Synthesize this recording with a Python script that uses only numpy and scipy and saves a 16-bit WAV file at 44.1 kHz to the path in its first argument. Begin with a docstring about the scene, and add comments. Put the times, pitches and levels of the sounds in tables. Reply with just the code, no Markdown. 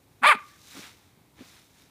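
"""On a lawn, a few metres away, a small dog gives one sharp bark in a pile of dry leaves.
Vocal fold pulses and puffs of air ring through its throat and mouth, with a rasp over the teeth.
The yard returns a thin tail and one far echo. The dog then pounces twice: its paws thud on the
ground and the leaves crackle and settle, over a faint outdoor rumble."""
import sys
import numpy as np
from scipy import signal
from scipy.fft import rfft, irfft
from scipy.io import wavfile
from scipy.ndimage import uniform_filter1d

SR = 44100
rng = np.random.default_rng(int(sys.argv[2]) if len(sys.argv) > 2 else 0)


def put_to_file(sound):
    """Save the sound as 16-bit audio at rate SR, in the file named by the first command-line argument."""
    columns = np.atleast_2d(sound).T  # one column per channel
    safe = np.clip(columns, -1, 1)
    whole_steps = np.round(safe * 32767)
    wavfile.write(sys.argv[1], SR, whole_steps.astype(np.int16))


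N = 83790
TIME = np.arange(N) / SR
CUTOFF_HZ = 15500

# Pitch arch of the bark: time_s, pitch_hz
BARK_PITCH = [(.22, 245), (.231, 275), (.238, 400), (.246, 492), (.256, 525), (.266, 560), (.276, 598),
              (.286, 632), (.291, 603), (.299, 601), (.306, 580), (.315, 522), (.325, 450), (.335, 400),
              (.347, 420), (.358, 215)]
# Force of the voice: time_s, level_db
BARK_EFFORT = [(.216, -60.5), (.225, -37), (.234, -20.5), (.247, -13.5), (.255, -15.5), (.262, -14),
               (.267, -13), (.278, -15), (.286, -16), (.292, -12), (.304, -15), (.315, -13.5), (.329, -17),
               (.339, -39), (.352, -31), (.362, -43.5)]
# Clean sine under the grit: time_s, level_db
BARK_FUNDAMENTAL = [(.245, -50.5), (.258, -40.5), (.268, -31.5), (.287, -26), (.306, -34.5), (.318, -41.5),
                    (.332, -46.5), (.347, -46), (.356, -44.5)]
def bark(jitter=.08, jitter_hz=475, puff_cycles=.45):
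    """The folds pulse on one pitch arch, letting a puff of air through in every cycle."""
    rough, pitch = curve(FOLD_ROUGHNESS, TIME), curve(BARK_PITCH, TIME)
    hz = pitch * (1 + jitter * rough * wobble(jitter_hz))
    cycles = np.cumsum(hz) / SR
    opening = np.exp(-(cycles % 1) / puff_cycles)
    voice = throat_and_mouth(vocal_folds(pitch, hz, cycles, opening, rough))
    # Flatten the level so that the effort curve shapes the attack and decay.
    power = uniform_filter1d(uniform_filter1d(voice ** 2, size=250), size=250)
    voice /= np.sqrt(abs(power) + 1e-12)
    voice = band(voice * amp(curve(BARK_EFFORT, TIME)), 190, "high", order=3)
    fundamental = np.sqrt(2) * np.cos(2 * np.pi * cycles) * amp(curve(BARK_FUNDAMENTAL, TIME))
    sounding = (TIME > BARK_EFFORT[0][0]) & (TIME < BARK_EFFORT[-1][0])
    gate = uniform_filter1d(1. * sounding, size=200)
    return (voice + fundamental + teeth_rasp(opening)) * gate


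# Hoarseness, from clear (0) to all breath (1): time_s, roughness
FOLD_ROUGHNESS = [(.225, 0.57), (.236, 0.62), (.246, 0.32), (.257, 0.79), (.267, 0.19), (.279, 0.17),
                  (.286, 0.6), (.296, 0.3), (.309, 0.23), (.323, 0.3), (.345, 0.4)]
def vocal_folds(pitch, hz, cycles, opening, rough, shimmer=.85, shimmer_hz=475):
    """A buzz of harmonics that turns uneven and breathy as the voice roughens."""
    buzz = sum(np.cos(2 * np.pi * k * cycles) * (k * hz < CUTOFF_HZ) for k in range(2, 30))
    buzz *= np.sqrt(2 * pitch / CUTOFF_HZ)
    alternation = np.cos(np.pi * cycles)  # strong and weak pulses take turns
    buzz *= 1 + rough * (shimmer * wobble(shimmer_hz) + alternation)
    puffs = unit(band(opening * rng.standard_normal(N), 840, "high"))
    return (1 - rough) * buzz + rough * puffs


# Treble shelf on the voice: time_s, gain_db
VOICE_BRIGHTNESS = [(.228, -10.5), (.24, -7.5), (.256, 2.5), (.282, 4), (.3, -6.5), (.32, -3.5), (.335, -3),
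                    (.35, 15)]
# Mouth resonance, rising as the jaw opens: time_s, centre_hz, gain_db
MOUTH_SWEEP = [(.23, 1450, 2), (.249, 1470, -1), (.258, 1750, -11), (.268, 2230, -1.5), (.28, 2350, -11),
               (.294, 2400, 1.5), (.305, 2350, -10), (.316, 2050, 7), (.328, 1300, -4), (.35, 1250, -12)]
# Tone of the open throat: freq_hz, gain_db
THROAT_EQ = [(200, -27.5), (400, -11), (650, -8.5), (850, -1), (1000, -2.5), (1170, 4.5), (1320, -6),
             (1520, -0.5), (1800, -7.5), (2300, -4.5), (2600, -5.5), (2850, -19.5), (3100, -12),
             (3600, -17.5), (4000, -22.5), (4700, -25.5), (5600, -43.5), (8000, -48.5), (15500, -62)]
def throat_and_mouth(drive, treble_hz=3200, gape_s=.277, gape_hz=3800, gape_db=11):
    """Throat and jaw shape the vowel; the mouth rings briefly at its widest."""
    treble = band(drive, treble_hz, "high", order=1)
    drive = drive + treble * (amp(curve(VOICE_BRIGHTNESS, TIME)) - 1)
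    mouth = resonate(drive, curve(MOUTH_SWEEP, TIME), width_hz=540)
    drive = drive + amp(curve(MOUTH_SWEEP, TIME, column=2)) * mouth
    gape_ring = resonate(drive, np.full(N, gape_hz), width_hz=820)
    drive = drive + amp(gape_db) * swell(gape_s, width_s=.0062) * gape_ring
    return colour(drive, THROAT_EQ)


# Envelope of the rasp: time_s, level_db
RASP_LEVEL = [(.218, -72), (.229, -57), (.236, -42), (.243, -45.5), (.256, -44), (.275, -34), (.295, -36),
              (.316, -38), (.33, -43), (.341, -53), (.353, -54), (.37, -75)]
# Its sizzle: freq_hz, gain_db
TEETH_EQ = [(2000, -20), (3300, -4), (4700, -5.5), (5700, -14.5), (6600, -9), (7600, -3), (9600, 3.5),
            (11000, -5), (13000, -10), (15500, -21.5)]
def teeth_rasp(opening, pulsing=.21, flutter=.25):
    """Air hisses over the teeth, pulsing as the folds open."""
    breath = (1 + pulsing * unit(opening)) * rng.standard_normal(N)
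    rasp = unit(colour(breath, TEETH_EQ)) * amp(curve(RASP_LEVEL, TIME))
    return rasp * (1 + flutter * wobble(200))


# Low body of the voice: centre_s, width_s, level_db, pitch_hz, glide_hz_per_s
CHEST_GRUNTS = [(.235, .008, -36.5, 250, 1.5), (.253, .006, -40.5, 220, -1000),
                (.343, .006, -42.5, 430, -4000), (.354, 0.0052, -41.5, 225, -3500)]
def chest(shimmer=.3):
    """Short chest tones as the voice starts and stops."""
    out = np.zeros(N)
    for centre_s, width_s, level_db, pitch_hz, glide in CHEST_GRUNTS:
        t = TIME - centre_s
        cycles = pitch_hz * t + glide * t ** 2 / 2
        out += amp(level_db) * swell(centre_s, width_s) * np.sin(2 * np.pi * cycles)
    return out * (1 + shimmer * wobble(120))


# Thuds of the pounces: start_s, level_db, pitch_hz, attack_s
PAW_THUDS = [(0.747, -47.5, 268, .008), (0.767, -43, 288, 0.007), (0.791, -40, 204, 0.0033),
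             (1.172, -57.5, 200, .004), (1.384, -49, 300, 0.007), (1.406, -41.5, 260.3, 0.0061)]
def paws(scuff_mix=.56):
    """Each landing paw gives a few low cycles in the ground and a soft scuff."""
    out = np.zeros(N)
    for start_s, level_db, pitch_hz, attack_s in PAW_THUDS:
        t = np.maximum(TIME - start_s, 0)
        envelope = t / attack_s * np.exp(1 - t / attack_s)
        scuff = unit(band(rng.standard_normal(N), [130, 450], "band"))
        out += amp(level_db) * envelope * (np.sin(2 * np.pi * pitch_hz * t) + scuff_mix * scuff)
    return out


# Fader rides as the pile stirs: time_s, crisp_db, crunch_db
LEAF_STIR = [(0, -75, -74.5), (.2, -74.5, -71), (.43, -62.5, -72), (.485, -59, -60), (.52, -61, -66),
             (.58, -62, -66), (.63, -57.5, -67), (.71, -51.5, -56), (.78, -47.5, -48.5), (.855, -52, -48),
             (.95, -62.5, -63), (1.06, -68, -67.5), (1.2, -78, -71), (1.35, -75.5, -72.5),
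             (1.395, -62.5, -54.5), (1.47, -56.5, -59), (1.59, -59.5, -60), (1.69, -68.5, -71.5),
             (1.8, -61, -65), (1.9, -69.5, -70)]
# Single dry leaves snapping: start_s, level_db
LEAF_SNAPS = [(0.4856, -55), (0.6153, -56), (1.8211, -57)]
# Crisp leaf edges: freq_hz, gain_db
CRISP_EQ = [(500, -28), (1500, -7.5), (2400, -5.5), (2950, -5), (3700, 2), (4800, -3.5), (6300, -2),
            (8000, -6.5), (10000, -7), (13000, -11), (15500, -12)]
# Crunch deep in the pile: freq_hz, gain_db
CRUNCH_EQ = [(30, -28), (80, -7), (200, -5), (450, -6.5), (800, -2.5), (1500, -2), (2300, -0.5), (3000, -6),
             (3900, -3.5), (6000, -18), (15000, -30)]
def leaves(snap_decay_s=.002):
    """Crisp leaves on top, a few single snaps, and a duller crunch under the dog's weight."""
    snaps = sum(amp(level_db) * (TIME >= start_s) * np.exp(-abs(TIME - start_s) / snap_decay_s)
                for start_s, level_db in LEAF_SNAPS)
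    crisp = unit(colour(crackle(), CRISP_EQ)) * (amp(curve(LEAF_STIR, TIME)) + snaps)
    crunch = unit(colour(crackle(), CRUNCH_EQ)) * amp(curve(LEAF_STIR, TIME, column=2))
    return crisp + crunch


def crackle(layers=24, cracks_per_s=3500, spread_db=1.5, decay_s=.00074, hiss=.26):
    """Thousands of tiny leaf cracks of uneven size, blurring into a hiss."""
    t, out = TIME[:256], np.zeros(N)
    for _ in range(layers):
        hits = rng.random(N) < cracks_per_s / layers / SR
        sizes = amp(spread_db * np.minimum(rng.exponential(1, N), 4))
        grain = rng.standard_normal(len(t)) * np.exp(-t / decay_s)
        out += signal.oaconvolve(hits * sizes, grain)[:N]
    return unit(out) + hiss * rng.standard_normal(N)


# Early slaps off nearby surfaces: delay_s, gain_db
NEAR_REFLECTIONS = [(.0022, -26), (.019, -15.5), (.07, -30.5), (.11, -38.5)]
def yard(dog, echo_s=.24, echo_db=-42, smear_s=.006):
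    """The yard returns dulled near reflections, a tail and one smeared midrange echo."""
    near = sum(amp(gain_db) * delayed(dog, delay_s) for delay_s, gain_db in NEAR_REFLECTIONS)
    tail = signal.fftconvolve(dog, yard_tail())[:N]
    scatter = rng.standard_normal(N) * np.exp(-TIME / smear_s)
    smeared = signal.fftconvolve(dog, scatter / np.linalg.norm(scatter))[:N]
    echo = band(smeared, [1540, 1900], "band", order=1)
    return band(near, 5000) + tail + amp(echo_db) * delayed(echo, echo_s)


# Tone and decay of the reverb: freq_hz, gain_db, t60_s
YARD_REVERB = [(200, -8, .3), (600, -12.5, .25), (950, -3.5, .35), (1170, -4, .5), (1450, -9, 0.42),
               (2200, 2.5, .38), (4000, 1.5, .25), (9000, -17, .15), (15040, -6, .1)]
def yard_tail(send_db=-29, ring_hz=1168, width_hz=130, ring_t60_s=.62, ring_db=-23):
    """Impulse response of thin scattered sound, with one narrow band that lingers."""
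    hz, t, bins = signal.stft(rng.standard_normal(SR), SR, nperseg=256)
    decay = amp(-60 * t / spectrum(YARD_REVERB, hz, column=2)[:, None])
    tail = signal.istft(bins * decay, SR, nperseg=256)[1]
    tail = amp(send_db) * colour(tail / np.linalg.norm(tail), YARD_REVERB)[:SR]
    ring = band(rng.standard_normal(SR), [ring_hz - width_hz / 2, ring_hz + width_hz / 2], "band")
    ring *= amp(-60 * TIME[:SR] / ring_t60_s)
    ring *= np.sqrt(2 * width_hz / SR) / np.linalg.norm(ring)  # about unity gain inside the band
    return tail + amp(ring_db) * ring


# Outdoor ambience bed: freq_hz, gain_db
AIR_EQ = [(15, -59), (25, -33.5), (59, -9), (112, -2.5), (243, -12.5), (278, -8), (515, -17.5),
          (621, -19.5), (833, -17.5), (1760, -31), (2300, -27), (2700, -33.5), (15000, -31.5)]
def air(level_db=-61.5):
    """Steady far rumble and faint hiss."""
    return amp(level_db) * unit(colour(rng.standard_normal(N), AIR_EQ))


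def amp(db):
    """Decibels to gain."""
    return 10 ** (np.asarray(db) / 20)


def unit(x):
    """Scales to rms 1."""
    return x / np.sqrt(np.mean(x ** 2) + 1e-20)


def curve(table, t, column=1):
    """Reads one column of a table over time."""
    table = np.array(table)
    return np.interp(t, table[:, 0], table[:, column])


def spectrum(table, hz, column=1):
    """Reads one column of a table over log frequency."""
    table = np.array(table)
    return np.interp(np.log(hz + 1), np.log(table[:, 0]), table[:, column])


def colour(x, table, size=4096):
    """Minimum-phase EQ."""
    cepstrum = irfft(np.log(amp(spectrum(table, np.fft.rfftfreq(size, 1 / SR)))))
    cepstrum[1:size // 2] *= 2
    cepstrum[size // 2 + 1:] = 0
    return signal.fftconvolve(x, irfft(np.exp(rfft(cepstrum))))[:len(x)]


def band(x, hz, kind="low", order=2):
    """Butterworth filter."""
    return signal.sosfilt(signal.butter(order, hz, kind, fs=SR, output="sos"), x)


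def resonate(x, hz, width_hz):
    """A swept resonance of gain 1."""
    carrier = np.exp(2j * np.pi * np.cumsum(hz) / SR)
    pole = np.exp(-np.pi * width_hz / SR)
    return 2 * (carrier * signal.lfilter([1 - pole], [1, -pole], x / carrier)).real


def wobble(hz):
    """Random motion up to a rate."""
    return unit(band(rng.standard_normal(N), hz))


def swell(centre_s, width_s):
    """A bell-shaped rise and fall."""
    return np.exp(-.5 * ((TIME - centre_s) / width_s) ** 2)


def delayed(x, delay_s):
    """The same sound, later."""
    return np.interp(TIME - delay_s, TIME, x, left=0)


def scene():
    """Mono mix; only the dog's voice feeds the yard reverb."""
    dog = bark() + chest()
    return (dog + yard(dog) + leaves() + paws() + air())[None]


def record(dry):
    """A steep low-pass trims the very top."""
    lowpass = signal.firwin(511, CUTOFF_HZ, window=("kaiser", 9), fs=SR)
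    return signal.oaconvolve(dry, lowpass[None], "same")


dry = scene()
out = record(dry)
put_to_file(out)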